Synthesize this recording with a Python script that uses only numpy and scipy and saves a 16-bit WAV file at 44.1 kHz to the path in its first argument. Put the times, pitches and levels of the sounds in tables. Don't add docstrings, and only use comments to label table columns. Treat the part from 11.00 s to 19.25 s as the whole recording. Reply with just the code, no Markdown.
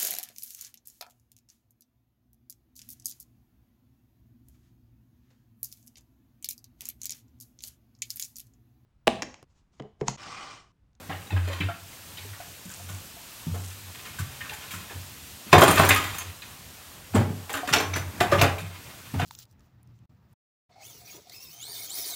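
import sys
import numpy as np
from scipy import signal
from scipy.fft import rfft, irfft, next_fast_len
from scipy.io import wavfile
from scipy.ndimage import uniform_filter1d, map_coordinates

SR = 44100
rng = np.random.default_rng(int(sys.argv[2]) if len(sys.argv) > 2 else 0)


def nominal_scale(level):
    x = np.asarray(level, float) / 20
    return 10 ** x


def master_out(mix):
    frames = np.transpose(np.atleast_2d(mix))
    ceiling = np.clip(frames, -1, 1)
    pcm = np.round(ceiling * 32767).astype(np.int16)
    wavfile.write(sys.argv[1], SR, pcm)


N = 363825
T = np.arange(N) / SR

# t/s, spray level/dB, gurgle level/dB
STREAM = [(0.0, -49.5, -47.5), (0.62, -51.5, -59), (0.89, -47, -53.5), (4.55, -45, -51.5),
          (4.73, -32, -27.5), (5.26, -46.5, -50.5), (6.18, -49, -52), (6.82, -46, -49), (7.21, -47, -42),
          (7.4, -41, -27), (7.63, -49.5, -50), (8.25, -46.5, -53)]
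# t/s, level over the spray/dB
SPITS = [
    (1.72, -3),
    (1.92, -5.5),
    (2.65, -4),
]
# f/Hz, level per Hz/dB
SPRAY = [(710, -15), (1200, -8.5), (1500, -5.5), (1670, -4), (2140, -6), (2660, -0.5), (5110, -3.5),
         (7360, -3.5), (9620, -4.5), (10400, -9.5), (11600, -3), (14000, -7), (15600, -7)]
# f/Hz, level per Hz/dB
GURGLE = [(15, -49), (25, -12.5), (87, 7), (129, 2), (318, -6.5), (425, -10), (687, -9), (757, -8.5),
          (1050, -9.5), (2500, -15), (3250, -39), (5500, -120)]
# fullest t/s, level/dB, build/s, release/s
DRUM = [(0.16, -35.5, 0.26, 0.14), (0.345, -20, 0.07, 0.64), (0.654, -24, .14, 0.17),
        (0.838, -42, .07, .09), (1.327, -40.5, 0.48, 0.11), (1.946, -34.5, 0.32, 0.2),
        (2.529, -27, 0.12, 0.49), (2.903, -39.5, 0.24, 0.083), (3.22, -24.5, 0.063, 0.094),
        (3.298, -39, .06, 0.055), (3.771, -40, 0.13, 0.19), (3.972, -34, .08, 0.22),
        (4.58, -13, 0.094, 0.07), (4.7, -31, .2, 0.17), (4.849, -19.5, 0.25, 0.087),
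        (4.94, -25.5, 0.47, 0.21), (5.098, -37, 0.38, 0.093), (5.298, -39, 0.37, 0.11),
        (6.19, -15, 0.11, .09), (6.22, -25.5, .1, 0.55), (6.74, -37, 0.049, .25), (6.95, -28.5, 0.39, 0.36),
        (7.089, -31.5, 0.31, 0.072), (7.219, -26.5, 0.062, 0.075), (7.4, -22, 0.23, 0.53),
        (7.683, -36.5, 0.61, 0.37), (8.18, -23.5, 0.092, 0.25)]
# start t/s, hardest t/s, end t/s, rub level/dB, sizzle level/dB
SCRAPES = [
    (0.05, 0.528, 0.83, -36, -39),
    (2.797, 3.065, 3.54, -39.5, -41),
    (3.3, 3.634, 4.2, -37.5, -49),
    (4.47, 4.742, 5.3, -19, -18.5),
    (5.1, 5.308, 5.2, -50, -46),
    (6.505, 6.73, 6.8, -36, -37.5),
    (7.1, 7.368, 12.6, -46, -57),
]
# f/Hz, width/Hz, level/dB
BASIN = [(278.5, 17, -6.5), (332.4, 19, -4), (428.6, 9.2, -7.5), (541, 18, -7.5), (626, 36, -13.5),
         (716, 20, -13.5), (818, 40, -11), (904, 22, -13), (1075, 25, -12)]
# f/Hz, width/Hz, level/dB
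DISHES = [(1220, 13, -29), (1530, 23, 7), (2060, 62, -16), (2524, 270, 5), (3610, 300, -5.5)]
# f/Hz, width/Hz, level/dB
BOWL = [(5300, 50, -15), (6420, 82, 0), (7120, 120, -4), (8350, 37, -14), (9150, 46, -3.5), (9600, 80, -8),
        (11200, 54, -6), (11900, 220, 3.5), (12480, 70, -8), (11600, 50, -10), (12950, 71, -9),
        (13300, 140, 4.5)]
# t/s, peak level/dB, clink f/Hz, basin level/dB
SPLASHES = [(0.0952, -31, 1970, 4), (0.1143, -27, 1645, -12), (0.149, -34, 2020, -20),
            (0.2683, -63, 2100, -29), (0.3054, -27.5, 2620, -15), (0.3217, -41.5, 2620, 9),
            (0.3644, -25, 1647, -9.5), (0.474, -34.5, 2600, 4), (0.4996, -32.5, 2060, 2),
            (0.5444, -36, 1070, -20), (0.6066, -20.5, 2630, -29), (0.6335, -41, 1720, -16),
            (0.6866, -26, 1372, -27), (1.173, -28.5, 3060, -19), (1.3325, -38.5, 1416, -7),
            (1.402, -38, 1484, -13), (3.4077, -26, 1830, -45), (3.4475, -33.5, 1570, -16),
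            (3.4943, -25.5, 2750, -12), (3.899, -32, 1720, -5)]
# t/s, peak level/dB, clink f/Hz, basin level/dB
WET_TICKS = [
    (1.7, -38.5, 1550, -23),
    (1.889, -36, 1470, -2.5),
    (2.5426, -40, 1275, 4.5),
    (2.709, -41, 1770, -37),
    (3.1872, -28.5, 1530, -20),
    (3.5295, -34, 1543, -23),
    (3.708, -28.5, 2340, -21),
    (3.735, -32.5, 1335, -25),
]
# t/s, peak level/dB, clink f/Hz, basin level/dB
CHINA = [(4.5289, -3.5, 1009, 2), (4.775, -8, 1500, -7.5), (4.7944, -13.5, 1530, 5),
         (4.8341, -13.5, 1640, 2), (4.9065, -5.5, 2060, -12.5), (5.42, -29, 3970, -24),
         (6.7591, -15, 2320, -2), (6.9348, -20, 2290, -14.5), (7.3226, -12.5, 1200, -5),
         (7.3847, -17, 2890, -6), (7.4393, -19, 1126, 4), (8.1943, -22, 1480, -4.5),
         (8.2154, -24, 1380, -7)]
# t/s, peak level/dB, clink f/Hz, basin level/dB
STEEL = [(4.5795, -10, 1190, -2), (4.6166, -6.5, 1120, -0.5), (4.6783, -8, 1109, -8),
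         (4.8921, -8.5, 1650, -9.5), (4.9602, -15.5, 1250, -17), (5.039, -21, 1935, -18),
         (5.0794, -41, 1650, -23), (5.1445, -27.5, 1247, -41), (5.184, -29, 1760, -38),
         (6.4946, -26.5, 2270, 0.5), (6.538, -19, 1580, -10), (6.5704, -23, 1526, -7),
         (6.6743, -25, 1660, -1.5), (6.689, -22, 1315, -10), (6.7358, -8.5, 2735, -9.5),
         (6.7993, -19, 2340, 0.5), (6.959, -21, 1500, -8.5), (7.2098, -18, 1533, 0.5),
         (7.416, -12, 2370, 2), (7.5823, -24, 2360, -30)]
# t/s, peak level/dB, clink f/Hz, basin level/dB
SET_DOWN = [
    (6.1365, -34, 1600, 6),
    (6.1517, -23, 1550, 6.6),
    (6.158, -26, 820, 4.3),
    (6.205, -32.5, 700, 4.6),
    (8.1409, -40, 1590, 11),
]
# f/Hz, t60/s
KITCHEN = [(150, 0.44), (700, 0.47), (3000, 0.34), (8000, 0.23), (15000, 0.11)]
# t/s, peak level/dB, wall f/Hz, rim level/dB
FLOOR_BUMPS = [
    (1.896, -35, 156, -15),
    (2.467, -22.5, 149, -15),
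    (2.548, -43, 125, 7),
    (3.197, -23, 131.5, -36),
    (3.736, -36.5, 177, -24),
    (3.953, -32.5, 131.5, -6),
    (6.146, -15, 198, -3),
    (6.199, -15.5, 130, -0.5),
    (8.139, -17.5, 140, -6.5),
]
# t/s, peak level/dB, wall f/Hz, rim level/dB
SIDE_BUMPS = [
    (0.32, -29, 170, -2.5),
    (0.603, -25, 169, -1.5),
    (4.467, -35, 212, -3),
    (4.689, -17, 173, -0.5),
    (6.298, -23.5, 169, -6.5),
    (6.759, -37, 163, 11),
    (6.959, -23, 133, -9),
]
# t/s, peak level/dB, wall f/Hz, rim level/dB
EDGE_BUMPS = [(0.089, -30.5, 161, -19), (4.529, -7, 154, -3), (4.576, -10.5, 167, -25),
              (4.619, -18.5, 131, 8), (4.792, -15, 150, -5), (4.839, -19, 121, -12), (4.901, -43, 134, 8),
              (6.155, -32.5, 148, 12), (6.712, -23.5, 155, -5.5), (7.207, -22.5, 120, 7.5),
              (7.323, -26.5, 145, 13), (7.415, -18.5, 147, -3), (8.223, -17, 143, -8)]
# t/s, peak level/dB, f/Hz
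HOLLOW_NOTES = [(0.1, -26.5, 762), (0.305, -31, 845), (0.498, -30, 559), (0.687, -25, 682),
                (1.249, -39, 436), (1.401, -31, 703), (1.798, -38.5, 708), (2.165, -39, 686),
                (2.54, -34, 459), (2.559, -32.5, 695), (3.52, -30.5, 842), (4.541, -2.5, 724),
                (4.629, -6, 680), (6.495, -28.5, 806), (6.632, -22, 719), (6.754, -20, 717),
                (7.21, -10.5, 703), (7.321, -8.5, 557), (7.413, -12, 700), (8.198, -18.5, 727)]
# t/s, peak level/dB, f/Hz
DROPS = [(.104, -34, 800), (.108, -36, 1260), (.114, -32, 760), (.127, -31, 2880), (.27, -37, 3800),
         (.298, -40, 2100), (.31, -36, 1460), (.324, -32, 2550), (.328, -39, 3500), (.369, -35, 2150),
         (.372, -36, 2950), (.386, -35, 1550), (.43, -36, 2550), (.52, -37, 2000), (.546, -38, 4300),
         (.59, -37, 1050), (.603, -32, 3350), (.609, -22, 2350), (.632, -34, 3700), (.645, -35, 1800),
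         (.65, -35, 2390), (.662, -34, 2800), (.715, -38, 3050), (.74, -35, 2600), (.76, -40, 1260),
         (.93, -39, 2100), (1.18, -33, 3700), (1.225, -40, 4500)]
# t/s, peak level/dB, f/Hz
THUDS = [
    (1.655, -32.5, 185),
    (2.468, -30, 234),
    (3.219, -38, 150),
    (4.535, -14.5, 432),
    (7.619, -29.5, 160.6),
]
# t/s, peak level/dB, f/Hz
CHINKS = [(3.4074, -30, 2880), (4.5287, -4.5, 2564), (4.9062, -11, 2630), (6.147, -23, 7600),
          (6.151, -23, 8200), (4.8955, -13, 7500), (7.4158, -9, 2420), (6.7357, -12, 5900),
          (6.7362, -15, 5400), (4.533, -12, 1540), (4.556, -14, 1450), (6.539, -22, 1580),
          (6.689, -22, 1810)]
# t/s, peak level/dB, f/Hz
PINGS = [
    (4.679, -24, 7400),
    (5.1841, -29.5, 6460),
    (4.7104, -30, 9150),
    (4.7104, -32, 7400),
    (4.679, -20, 9140),
    (4.855, -30, 5900),
    (4.912, -21.5, 3520),
    (6.5281, -33, 7700),
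]
# t/s, peak level/dB
CRACKS = [(0.6048, -33), (1.175, -32), (1.889, -34), (3.4945, -33), (4.5283, -7.5), (4.5794, -23),
          (4.7944, -15), (4.8484, -20), (6.6747, -27), (6.7363, -12.5), (7.2105, -24), (7.4155, -19),
          (8.197, -30), (8.216, -34)]
# f/Hz, level/dB, t60/s
PLATE = [(1198, -1, 0.2), (1520, -1.5, .2), (1784, -5.5, 0.18), (2060, -11, 0.28), (2460, -5, 0.065),
         (2670, -5, .1), (2813, -9, .15), (3090, -10.5, .25), (3580, -8, 0.12), (4120, -14, 0.27),
         (4440, -14, .12), (5430, -8, .22), (6020, -5, 0.21), (7273, -16, .14)]
# t/s, peak level/dB, favoured f/Hz
PLATE_HITS = [(4.5283, -10, 3000), (4.774, -15, 1500), (4.9064, -14, 2400), (6.4954, -39, 2300),
              (6.6746, -30, 3400), (6.688, -25.5, 1700), (6.736, -13.5, 3500), (6.765, -30, 6100),
              (6.825, -30, 5900), (6.785, -23, 6000), (6.9388, -29, 5000), (7.2095, -18.5, 2170),
              (7.326, -18, 1150), (7.322, -31, 3400), (7.391, -23, 2900), (7.3973, -27, 4200),
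              (7.4136, -14, 2230), (8.197, -32, 2600), (8.216, -28, 2650)]
# blow t/s, level at the slide's start/dB, length/s
SKIDS = [
    (0.605, -43, .006),
    (4.528, -33, 0.01),
    (6.738, -19, 0.011),
    (7.2093, -20, 0.0057),
    (7.3225, -29, 0.0067),
    (7.418, -17, 0.0057),
    (8.192, -41, 0.0067),
]
# t/s, peak level/dB
RATTLE = [(4.5301, -25), (4.6096, -12), (4.6344, -11.5), (4.7104, -13), (4.7354, -26), (4.7564, -18),
          (4.7904, -21), (4.849, -17), (4.8885, -6.5), (4.945, -16), (5.076, -33), (5.183, -19),
          (6.5281, -24), (6.7994, -33), (7.4143, -15.5)]


def unit(x):
    return x / np.sqrt(np.mean(x ** 2) + 1e-20)


def along(points, hz):
    f, v = np.transpose(points)
    return np.interp(np.log(hz + 1), np.log(f + 1), v)


def curves(rows):
    s, *cols = np.transpose(rows)
    return [np.interp(T, s, c) for c in cols]


def wobble(rate):
    return map_coordinates(rng.standard_normal(int(N * rate / SR) + 4), [T * rate])


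def filtered(x, response):
    m = next_fast_len(N + SR // 2)
    return irfft(rfft(x, m) * response(np.fft.rfftfreq(m, 1 / SR)), m)[..., :N]


def high_pass(x, order_two_hz):
    return filtered(x, lambda hz: (1j * hz / (order_two_hz + 1j * hz)) ** 2)


def body(modes, lo_hz, hi_hz, dense_db):
    def response(f):
        band = (1j * f / (lo_hz + 1j * f) * hi_hz / (hi_hz + 1j * f)) ** 2
        clear = 0
        for k, (centre, width, db) in enumerate(modes):
            resonance = 1j * f * width / (centre * centre - f * f + 1j * f * width)
            clear = clear + (-1) ** k * nominal_scale(db) * resonance
        h = band * (nominal_scale(dense_db) + clear)
        return h / np.sqrt(np.mean(abs(h) ** 2))
    return response


def unsteady(hz, t, drift):
    wander = np.cumsum(rng.standard_normal(len(t)))
    return np.sin(2 * np.pi * hz * t + drift * np.sqrt(hz / SR) * wander)


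def add(x, s, sound):
    part = x[round(s * SR):][:len(sound)]
    part += sound[:len(part)]


def rush(spectrum, patchy_db):
    z = signal.stft(rng.standard_normal(N + 512), nperseg=512)[2]
    field = uniform_filter1d(rng.standard_normal(z.shape), size=5, axis=0)
    field = uniform_filter1d(field, size=8, axis=1)
    x = signal.istft(z * nominal_scale(patchy_db * unit(field)), nperseg=512)[1][:N]
    return unit(filtered(x, lambda hz: nominal_scale(along(spectrum, hz))))


def grains(count, mid_hz, spread, cycles, size_db):
    r, k = rng.random((count, 2)), np.arange(300)
    hz = np.clip(mid_hz * np.exp(spread * rng.standard_normal((count, 1))), 300, 15000)
    turns = hz * k / SR
    shape = np.sin(2 * np.pi * turns * (1 + 0.17 * turns / cycles)) * np.exp(-3 * turns / cycles)
    size = nominal_scale(-size_db * np.log(r[:, 1:] + 0.0012))
    at = (r[:, :1] * N).astype(int) + k
    return unit(np.bincount(at.ravel(), (shape * size).ravel(), N + 300)[:N])


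def tap():
    spray_db, gurgle_db = curves(STREAM)
    swell = nominal_scale(0.35 * wobble(2.5) + 0.45 * wobble(14))
    hiss = rush(SPRAY, patchy_db=0.7)
    spit_s = 0.086
    spit_gain = nominal_scale(-32) + sum(nominal_scale(db) * np.exp(-((T - s) / spit_s) ** 2) for s, db in SPITS)
    spits = spit_gain * grains(count=1500, mid_hz=7260, spread=0.14, cycles=7.3, size_db=1.0)
    bubbles = grains(count=2500, mid_hz=1500, spread=0.49, cycles=10.4, size_db=2.0)
    low = rush(GURGLE, patchy_db=2.0) + nominal_scale(-16.5) * bubbles
    return swell * (nominal_scale(spray_db) * (hiss + spits) + nominal_scale(gurgle_db + 2.0) * low)


def drum():
    floor_hz, rest_db, build_bend, release_bend = 93.3, -77, 3.6, 4.3
    s, db, build, release = np.transpose(DRUM)[..., None]
    t = T[::32]
    rising = t < s
    share = np.clip(np.where(rising, 1 - (s - t) / build, 1 - (t - s) / release), 0, 1)
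    share = share ** np.where(rising, build_bend, release_bend)
    swing = np.interp(T, t, (nominal_scale(db) * share).max(axis=0) + nominal_scale(rest_db))
    flutter = nominal_scale(3.0 + 1.06 * wobble(25))
    turns = np.cumsum(floor_hz + 3 * wobble(15)) / SR
    return flutter * swing * np.sin(2 * np.pi * turns)


def strokes():
    ease_in_db, ease_out_db = 22.5, 21.5
    gains = np.zeros((2, N))
    for start, hardest, end, rub_db, sizzle_db in SCRAPES:
        moments = [start - 0.03, start, hardest, end, end + 0.026]
        press_db = np.interp(T, moments, [-60, -ease_in_db, 0, -ease_out_db, -60])
        gains += nominal_scale(press_db + np.array([[rub_db], [sizzle_db]]))
    return gains


def sheet(x, t60, ring_db):
    t = T[:SR // 6]
    modes = rng.standard_normal(len(t)) * nominal_scale(-60 * t / t60)
    return x + nominal_scale(ring_db) * signal.fftconvolve(x, modes / np.linalg.norm(modes))[:N]


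def contacts(rows, rise_s, spread, cycles, crack_db, wash_db, clink_db, shine_db):
    drive, clink, t = np.zeros((3, N)), np.zeros(N + SR), T[:SR // 4]
    u, others = T[:1100], np.arange(24)[:, None] > 0
    for s, db, hz, basin_db, bowl_db, t60 in rows:
        fade = (1 - np.exp(-t / rise_s)) * (nominal_scale(-60 * t / t60) + nominal_scale(crack_db - 60 * t / 0.015))
        for layer, rel_db in zip(drive, (basin_db, wash_db, bowl_db + shine_db)):
            add(layer, s, nominal_scale(db + rel_db) * fade * rng.standard_normal(len(t)))
        size, late = rng.standard_normal((2, 24, 1)) * others
        place = rng.permutation(np.linspace(-2, 2, num=24))[:, None] * others
        pitch = np.where(others, (hz ** 2 * 2600) ** (1 / 3), hz) * np.exp(spread * place)
        late = 0.25 * abs(late)
        ring = nominal_scale(db + clink_db + 1.7 * size - 3.0 * place ** 2 - 1.8 * others - 60.5 * late)
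        ring = ring * np.exp(-3 * u * pitch / cycles) * (1 - np.exp(-u / 0.00018))
        ring = ring * np.sin(2 * np.pi * pitch * u)
        at = ((s + late * t60) * SR).astype(int) + np.arange(len(u))
        first = at.min()
        clink[first:at.max() + 1] += np.bincount((at - first).ravel(), ring.ravel())
    return drive, clink[:N]


def clatter():
    soft = [(*row, -37, 0.13) for row in SPLASHES] + [(*row, 3.5, 0.13) for row in WET_TICKS]
    loud = [(*row, -17.5, 0.12) for row in CHINA]
    for s, db, hz, basin_db in STEEL:
        bowl_db = -6 - 0.15 * (db + 26.5)
        loud.append((s, db, hz, basin_db, bowl_db, 0.135))
    flat = [(*row, -10, 0.16) for row in SET_DOWN]
    dull = contacts(flat, rise_s=0.0046, spread=0.245, cycles=36, crack_db=9,
                    wash_db=-13, clink_db=-7, shine_db=2.0)
    wet = contacts(soft, rise_s=0.0043, spread=0.36, cycles=41, crack_db=4,
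                   wash_db=-6.5, clink_db=-4.5, shine_db=-0.5)
    hard = contacts(loud, rise_s=0.0049, spread=0.4, cycles=36.3, crack_db=12.5,
                    wash_db=-3.0, clink_db=-6.0, shine_db=0.5)
    stick_slip = nominal_scale(3.9 * wobble(60) + 2.3 * wobble(220))
    grain = nominal_scale(1.2 * np.array([wobble(70), wobble(90), wobble(110)]) + 2.2 * wobble(260))
    drive = (wet[0] + hard[0] + dull[0]) * grain
    rub, sizzle = strokes()
    grit = stick_slip * rng.standard_normal((3, N))

    basin = nominal_scale(-4.5) * drive[0] + nominal_scale(-22.0) * rub * grit[0]
    basin = filtered(basin, body(BASIN, 316, 950, dense_db=-10.5))
    dishes = sheet(nominal_scale(-14.0) * drive[1] + nominal_scale(-13.5) * rub * grit[1], t60=0.046, ring_db=1.0)
    dishes = filtered(dishes, body(DISHES, 970, 2180, dense_db=-2.5))
    bowl = sheet(nominal_scale(-9.5) * drive[2] + nominal_scale(-19.0) * sizzle * grit[2], t60=0.048, ring_db=-3.5)
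    bowl = filtered(bowl, body(BOWL, 2200, 12000, dense_db=-6.5))
    return basin + dishes + bowl + wet[1] + hard[1] + dull[1]


def kitchen(x):
    out, hop = np.zeros(N + SR), SR // 8
    hz, t, z = signal.stft(rng.standard_normal((N // hop + 1, SR // 2)), SR, nperseg=256)
    tails = signal.istft(z * nominal_scale(-60 * t / along(KITCHEN, hz)[:, None]), SR, nperseg=256)[1]
    x = np.pad(x, (250, 0))
    for k, tail in enumerate(tails):
        add(out, k * hop / SR, signal.fftconvolve(x[k * hop:][:hop], tail / np.linalg.norm(tail)))
    return out[:N]


def bumps():
    out, t = np.zeros(N), T[:SR // 3]
    bump_t60 = 0.19
    for rows, rim_hz in ((FLOOR_BUMPS, 228.3), (SIDE_BUMPS, 290.6), (EDGE_BUMPS, 360)):
        for s, db, wall_hz, rim_db in rows:
            fade = nominal_scale(db - 90 * t / bump_t60) * (1 - np.exp(-t / 0.0016))
            shake = uniform_filter1d(rng.standard_normal(len(t)), size=70)
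            shake -= uniform_filter1d(shake, size=260)
            wall = 1.19 * unsteady(wall_hz, t, drift=0.43)
            edge = 0.8 * unsteady(rim_hz, t, drift=0.8) + 2.6 * shake
            add(out, s, fade * (wall + nominal_scale(rim_db) * edge))
    return high_pass(out, 75)


def notes():
    out, t = np.zeros(N), T[:SR // 4]
    kinds = (HOLLOW_NOTES, 0.2), (PINGS, 0.24), (CHINKS, 0.046), (THUDS, 0.44), (DROPS, 0.085)
    for rows, t60 in kinds:
        for s, db, hz in rows:
            drift = 0.24 if hz > 2000 else 0.26
            held = 0.66 if db < -29.5 else 1
            fade = nominal_scale(db - 3.0 - 85 * t / (t60 * held)) * (1 - np.exp(-t / 0.00069))
            add(out, s, fade * unsteady(hz, t, drift))
    return out


def cracks():
    gain, t = np.zeros(N), T[:SR // 20]
    crack_t60 = 0.026
    for s, db in CRACKS:
        add(gain, s, nominal_scale(db - 60 * t / crack_t60) * (1 - np.exp(-t / 0.00073)))
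    return filtered(gain * rng.standard_normal(N), body([], 1500, 6000, dense_db=0)) / 2


def plate():
    out, slide, t = np.zeros(N), np.zeros(N), T[:SR // 5]
    favour_db = 17.5
    knock_db, knock_t60 = 12.5, 0.029
    hz, level, t60 = np.transpose(PLATE)[..., None]
    for s, db, favoured_hz in PLATE_HITS:
        share = level - favour_db * np.log2(hz / favoured_hz) ** 2 + 2.0 * rng.standard_normal(hz.shape)
        fade = nominal_scale(share - 60 * t / t60) * (1 + nominal_scale(knock_db - 60 * t / knock_t60))
        ring = (fade * unsteady(hz, t, drift=0.14)).sum(axis=0)
        add(out, s, nominal_scale(db - 10) * (1 - np.exp(-t / 0.00046)) * ring)
    for s, db, length in SKIDS:
        progress = T[:round(length * SR)] / length
        add(slide, s - length, nominal_scale(db + 8 * progress))
    return out + filtered(slide * rng.standard_normal(N), body([], 700, 3500, dense_db=0)) / 2


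def rim():
    out, t = np.zeros(N), T[:SR // 8]
    for s, db in RATTLE:
        ring = 0
        for hz, width, level in BOWL:
            fade = nominal_scale(level + 2.9 * rng.standard_normal() - 23 * width * t * 0.73)
            ring = ring + fade * unsteady(hz, t, drift=0.041)
        snap = 2.8 * nominal_scale(-60 * t / 0.033) * np.diff(rng.standard_normal(len(t) + 1))
        add(out, s, nominal_scale(db - 13.5) * (1 - np.exp(-t / 0.0026)) * (ring + snap))
    return out


def scene():
    hollow = notes()
    steel = clatter() + rim() + bumps() + plate() + cracks()
    echo = nominal_scale(-6.5) * kitchen(steel + nominal_scale(-4.5) * hollow)
    return (steel + hollow + echo + drum() + tap())[None]


def top_cut(x):
    return signal.sosfilt(signal.butter(12, 16800, fs=SR, output="sos"), x)


def record(dry):
    x = high_pass(dry, 30)
    x = x / (1 + abs(x / 1.06) ** 5) ** (1 / 5)
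    x = filtered(x, lambda hz: hz < 15830)
    return top_cut(x)


dry = scene()
out = record(dry)
master_out(out)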